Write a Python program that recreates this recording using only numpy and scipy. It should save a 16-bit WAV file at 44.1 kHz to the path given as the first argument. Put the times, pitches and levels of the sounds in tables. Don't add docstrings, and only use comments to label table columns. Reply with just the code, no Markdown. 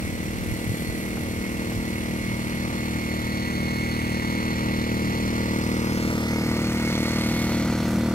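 import sys
import numpy as np
from scipy import signal
from scipy.fft import rfft, irfft
from scipy.io import wavfile
from scipy.ndimage import uniform_filter1d, map_coordinates

SR = 44100
rng = np.random.default_rng(int(sys.argv[2]) if len(sys.argv) > 2 else 0)


def store_wav(level_fs):
    pcm = np.round(np.clip(np.atleast_2d(level_fs), -1, 1) * 32767)
    wavfile.write(sys.argv[1], SR, pcm.T.astype(np.int16))


N = 358974
TIME = np.arange(N) / SR
HZ = np.maximum(np.fft.rfftfreq(N, 1 / SR), 1)
FIRING_HZ = 38.81


def from_db(db):
    return 10 ** (np.asarray(db) / 20)


def rms_one(x):
    return x / np.sqrt(np.mean(x ** 2) + 1e-20)


def in_time(rows):
    times, *columns = np.transpose(rows)
    return [np.interp(TIME, times, column) for column in columns]


def bump(centre_s, half_width_s):
    return np.exp(-((TIME - centre_s) / half_width_s) ** 2)


def drift(rate_hz):
    return rms_one(irfft(rfft(rng.standard_normal(N)) / (1 + (HZ / rate_hz) ** 2), N))


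def colour(x, spectrum):
    hz, db = np.transpose(spectrum)
    gain = from_db(np.interp(np.log(HZ), np.log(hz), db))
    edge_fade = np.minimum(HZ / hz[0], 1) ** 2 * np.minimum(hz[-1] / HZ, 1) ** 2
    return rms_one(irfft(rfft(x) * gain * edge_fade, N))


def at_ports(x, pan_db=0, lead_scale=1):
    # (time [s], left port's lead before scaling [ms])
    bearing = [(0, .375), (2.7, .38), (3.7, .457), (4.1, .452), (4.5, .42), (5.15, .42), (5.85, .35),
               (6.5, .13), (7.15, .11), (7.6, .055), (8.14, -.04)]
    shift = lead_scale * in_time(bearing)[0] * SR / 2000
    return np.array([map_coordinates(x, [np.arange(N) + side * shift], order=3, mode="nearest")
                     * from_db(side * pan_db / 2) for side in (1, -1)])


def breeze(start_db=-34, fade_db_per_s=2, puff_half_width_s=0.031):
    # (frequency [Hz], relative level [dB])
    hush_spectrum = [(30, -20), (80, -27), (250, 8.5), (600, 6.5), (1200, 5.5), (2400, 3.5), (4000, 1.5),
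                     (8000, -4.5), (12000, -21), (16000, -22)]
    # (time [s], level [dB])
    puff_peaks = [(.06, -33), (.28, -29), (.41, -34), (.52, -29), (.69, -27), (.89, -30), (1.29, -42),
                  (1.39, -35), (1.78, -29.5)]
    noise = rng.standard_normal(N) + 0.75 * rng.standard_normal((2, N))
    rumble = colour(noise, [(20, -17), (45, -7.5), (80, 0), (125, -1.5), (170, -16), (260, -27)])
    hush = from_db(-43) * colour(rng.standard_normal((2, N)), hush_spectrum)
    puffs = sum(from_db(db) * bump(s, puff_half_width_s) for s, db in puff_peaks)
    return np.hypot(puffs, from_db(start_db - fade_db_per_s * TIME)) * rumble + hush


def handling(decay_s):
    # (time [s], relative level [dB])
    ticks = [(1.17, -24.5), (1.451, -32), (1.718, -26)]
    envelope = sum(from_db(db - 4) * (TIME >= s) * np.exp(-np.abs(TIME - s) / decay_s)
                   for s, db in ticks)
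    touch = rng.standard_normal(N) + rng.standard_normal((2, N))
    return envelope * colour(touch, [(300, -10), (800, 4), (1300, 1), (3000, -22)])


def blower(shaft_hz=55.65):
    # (frequency [Hz], relative level [dB])
    air_spectrum = [(20, -36), (45, -17), (90, -13), (130, -7.5), (155, -0.5), (182, -1), (215, -8.5),
                    (320, -8), (420, -19), (600, -15.5), (900, -33), (2000, -28.5)]
    hum = np.sqrt(2) * from_db(-47 + drift(1)) * np.sin(2 * np.pi * shaft_hz * TIME + 0.22 * drift(2.5))
    air = from_db(-36.5) * colour(rng.standard_normal(N), air_spectrum)
    nearness_db, = in_time([(0, 0.55), (4, 0.61), (8.14, 3.6)])
    return at_ports((hum + air) * from_db(nearness_db))


def whistles(width_hz):
    # (pitch [Hz], relative level [dB])
    notes = [(9860, -61.5), (10450, -58), (10970, -60), (11530, -57.5)]
    slots = 0
    for hz, db in notes:
        band = rfft(rng.standard_normal((2, N))) / (1 + ((HZ - hz) / width_hz) ** 2)
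        slots += from_db(db) * rms_one(irfft(band, N))
    gain_db, = in_time([(0, -6), (.8, 2), (1.6, -1.5), (2.6, 1), (3.5, -7.5), (8.14, -9)])
    return slots * from_db(gain_db)


def crankshaft(jitter_s, first_firing_s=0.0244):
    # (time [s], firing rate [Hz])
    speed = [(0, 38.91), (1.2, 38.81), (1.7, 38.785), (2.6, 38.855), (3.6, 38.79), (4.7, 38.865),
             (5.7, 38.8), (8.14, 38.8)]
    return np.cumsum(in_time(speed)[0]) / SR + FIRING_HZ * (jitter_s * drift(5.7) - first_firing_s)


def effort(cycles, decay, valve):
    place = (cycles + .02) % 1
    firing = np.exp(-place / decay)
    closing = valve * np.exp(-((place - .35) % 1) / decay)
    rise_s = min(decay, .14) / FIRING_HZ
    return uniform_filter1d(np.maximum(firing, closing), size=round(rise_s * SR))


def part_levels(start_m=3.05, end_m=1.127):
    # (time [s], half-width [s],
    # casing [dB], fan housing [dB], clatter [dB], vent [dB], hiss [dB], whine [dB])
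    beams = [(.75, 0.28, 0, 0.5, 2, 0.5, 2.5, -0.5), (4.15, 2.03, 5.5, 3, 5.5, 0, -1.5, 8),
             (5.9, .5, 1.5, 0, 0, 1.5, 1.5, -1), (7.2, 0.54, 1, 1, 8.5, 3.5, 2.5, 7.5),
             (8.15, 0.42, -1.5, -6.5, -2.5, -5.5, -2, -12)]
    start_levels_db = -31, -47.5, -43.5, -50.5, -52, -46.5, -50
    nearness_shares = 0.99, 1, 0.25, 0.44, 0.92, 0.1, 0.14
    nearness_db = -20 * np.log10(1 + (end_m / start_m - 1) * TIME / TIME[-1])
    beams_db = sum(np.outer([0, *gains_db], bump(s, width_s)) for s, width_s, *gains_db in beams)
    return [db + share * nearness_db + beam_db
            for db, share, beam_db in zip(start_levels_db, nearness_shares, beams_db)]


def knocks(cycles, repeat, depth_db, decay, valve):
    pattern = rng.standard_normal(round(SR / FIRING_HZ))
    recurring = rms_one(map_coordinates(pattern, [cycles % 1 * len(pattern)], order=3, mode="grid-wrap"))
    strength = from_db(depth_db * effort(cycles, decay, valve) + 1.1 * drift(20))
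    return strength * (np.sqrt(repeat) * recurring + np.sqrt(1 - repeat) * rng.standard_normal(N))


def panel(cycles, spectrum, pan_db, repeat, depth_db, decay, valve, scattered, lead_scale=1):
    direct = at_ports(knocks(cycles, repeat, depth_db, decay, valve), pan_db, lead_scale)
    bounced = np.array([knocks(cycles, repeat / 2, depth_db, decay, valve) for side in range(2)])
    return colour(np.sqrt(1 - scattered) * direct + np.sqrt(scattered) * bounced, spectrum)


def tones(cycles, orders, waver_db, scatter=1):
    return sum(np.sqrt(2) * from_db(db + waver_db * drift(8.7))
               * np.sin(2 * np.pi * (round(k) * cycles + scatter * rng.random())) for k, db in orders)


def whine(cycles, level_db, flutter_db, order):
    # (time [s], boost [dB])
    swells = [(1.44, 5), (2.32, 8), (2.799, 2), (3.78, 5), (6.35, 6), (6.85, 3)]
    swells_db = sum(db * bump(s, half_width_s=0.086) for s, db in swells)
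    strength = np.sqrt(2) * from_db(level_db + swells_db + flutter_db * drift(15))
    return strength * np.sin(2 * np.pi * order * cycles + 0.54 * drift(8.4))


def buzzing_notes(cycles, housing_db, clatter_db, vent_db, whine_db):
    # (order [x firing rate], relative level [dB])
    housing_orders = [(46, -14), (49, -17), (51, -4), (60, -14), (61, -11), (70, -14), (73, -27)]
    clatter_orders = [(90, -16), (110, -18), (112, -6), (113, -10.5)]
    vent_orders = [(128, -26.5), (132, -32)]
    notes = from_db(housing_db - 3) * tones(cycles, housing_orders, waver_db=2.4)
    notes += whine(cycles, whine_db, flutter_db=2, order=56)
    notes += from_db(clatter_db - 0.9) * tones(cycles, clatter_orders, waver_db=3)
    facing_db = -3.5 + 23.5 * bump(centre_s=6, half_width_s=2.1)
    notes += from_db(vent_db + facing_db) * tones(cycles, vent_orders, waver_db=3)
    buzz = effort(cycles, decay=0.18, valve=0.52)
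    return at_ports(notes * from_db(7 * (buzz - buzz.mean())), pan_db=-5.2)


def clatter_and_cooling(cycles, housing_db, clatter_db, vent_db, hiss_db):
    # (frequency [Hz], relative level [dB])
    housing_band = [(1500, -26.5), (1900, -4), (2150, -5.5), (2450, -9), (2750, -10), (3000, -16),
                    (3500, -38)]
    clatter_band = [(2400, -6), (3000, 0.5), (3450, 4), (3850, 1.5), (4350, 7.5), (4700, -0.5), (5300, -28)]
    vent_band = [(4200, -33), (4900, 4.5), (5400, 6), (6200, 6), (7500, 0), (8300, -5.5), (9500, -35)]
    hiss_band = [(7000, -4), (8200, 1.5), (8750, 4), (9600, 0), (10300, -3.5), (11400, 4), (12200, 1),
                 (13000, -1), (16000, -5.5)]
    housing = panel(cycles, housing_band, pan_db=-1.96, repeat=0.13, depth_db=11,
                    decay=0.6, valve=0.55, scattered=0.1, lead_scale=0.91)
    clatter = panel(cycles, clatter_band, pan_db=-1.2, repeat=0.18, depth_db=10.5,
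                    decay=0.48, valve=0.75, scattered=0.12)
    vent = panel(cycles, vent_band, pan_db=-5.6, repeat=0.12, depth_db=13,
                 decay=0.25, valve=0.9, scattered=0.16)
    hiss = panel(cycles, hiss_band, pan_db=0.8, repeat=0.084, depth_db=10,
                 decay=0.41, valve=0.85, scattered=0.54)
    return (from_db(housing_db) * housing + from_db(clatter_db) * clatter
            + from_db(vent_db) * vent + from_db(hiss_db) * hiss)


def casing(cycles):
    # (frequency [Hz], relative level [dB])
    spectrum = [(400, -2), (600, 2), (760, -7.5), (930, 5), (1050, -2), (1230, 2.5), (1500, 0.5),
                (1750, -6.5), (2100, -19)]
    # (order [x firing rate], relative level [dB])
    orders = [(21, -15), (22, -14.5), (23, -17.5), (24, -14), (25, -12.5), (27, -26), (30, -12), (31, -21),
              (32, -15), (33, -23), (34, -20), (35, -26), (36, -18), (37, -18), (38, -19)]
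    knocking = panel(cycles, spectrum, pan_db=-0.1, repeat=0.2, depth_db=12.5,
                     decay=0.05, valve=0.78, scattered=0.02, lead_scale=0.82)
    ringing = tones(cycles, orders, waver_db=1.5, scatter=0.21)
    return knocking + at_ports(ringing, pan_db=-0.4, lead_scale=0.87)


def exhaust(cycles, unevenness_db, drone_lead, pipe_order):
    # (order [x firing rate], relative level [dB])
    muffler = [(1, -18), (2, -4.5), (3, -2), (4, -9), (5, 0.5), (6, 2), (7, -5.5), (8, -3), (9, -6.5),
               (10, -15), (11, -13.5), (12, -9.5), (13, -12), (14, -13), (15, -22.5), (16, -22.5),
               (17, -17), (18, -19.5), (19, -21.5), (20, -22.5)]
    # (time [s], low boom [dB], tailpipe ring [dB], smear of the thud [radians per log order])
    angles = [(0, -27, 1.5, 1.7), (1.3, -10.5, 5.5, 1.7), (2.3, 1, -2, 1.5), (3.5, 2.5, 0.5, 1.4),
              (5.3, 3, 3, 1.0), (6.5, 0, -0.5, .6), (8.14, -4, -13.5, .5)]
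    orders, db = np.transpose(muffler)
    orders = np.round(orders)
    boom_db, pipe_db, smear = in_time(angles)
    log_gain = np.log(from_db(np.concatenate([[db[0] - 34.5], db, np.full(len(db), db[-1])])))
    mirrored = np.concatenate([log_gain, log_gain[:0:-1]])
    lag = np.imag(signal.hilbert(mirrored))[1:len(db) + 1]
    lag -= 2 * np.pi * drone_lead * np.minimum(orders, orders[np.argmax(db)])
    thuds = 0
    for k, level_db, late in zip(orders, db, lag):
        beam_db = boom_db / (1 + (k / 3) ** 4) + pipe_db / (1 + (k - pipe_order) ** 2)
        reflected = smear * np.log(k) + .55 * drift(.3)
        thuds -= from_db(level_db + beam_db) * np.cos(2 * np.pi * k * cycles - late - reflected)
    return rms_one(thuds) * from_db(unevenness_db * drift(14))


def generator():
    cycles = crankshaft(jitter_s=0.00003)
    exhaust_db, casing_db, housing_db, clatter_db, vent_db, hiss_db, whine_db = part_levels()
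    thuds = exhaust(cycles, unevenness_db=0.44, drone_lead=0.2983, pipe_order=11.17)
    sound = at_ports(from_db(exhaust_db) * thuds, pan_db=0.9, lead_scale=0.87)
    sound += from_db(casing_db) * casing(cycles)
    sound += clatter_and_cooling(cycles, housing_db, clatter_db, vent_db, hiss_db)
    return sound + buzzing_notes(cycles, housing_db, clatter_db, vent_db, whine_db)


def scene():
    return generator() + whistles(width_hz=33) + blower() + breeze() + handling(decay_s=0.0049)


def record(dry):
    cutoff_hz = 15750
    return irfft(rfft(dry) / np.sqrt(1 + (HZ / cutoff_hz) ** 800), N)


dry = scene()
out = record(dry)
store_wav(out)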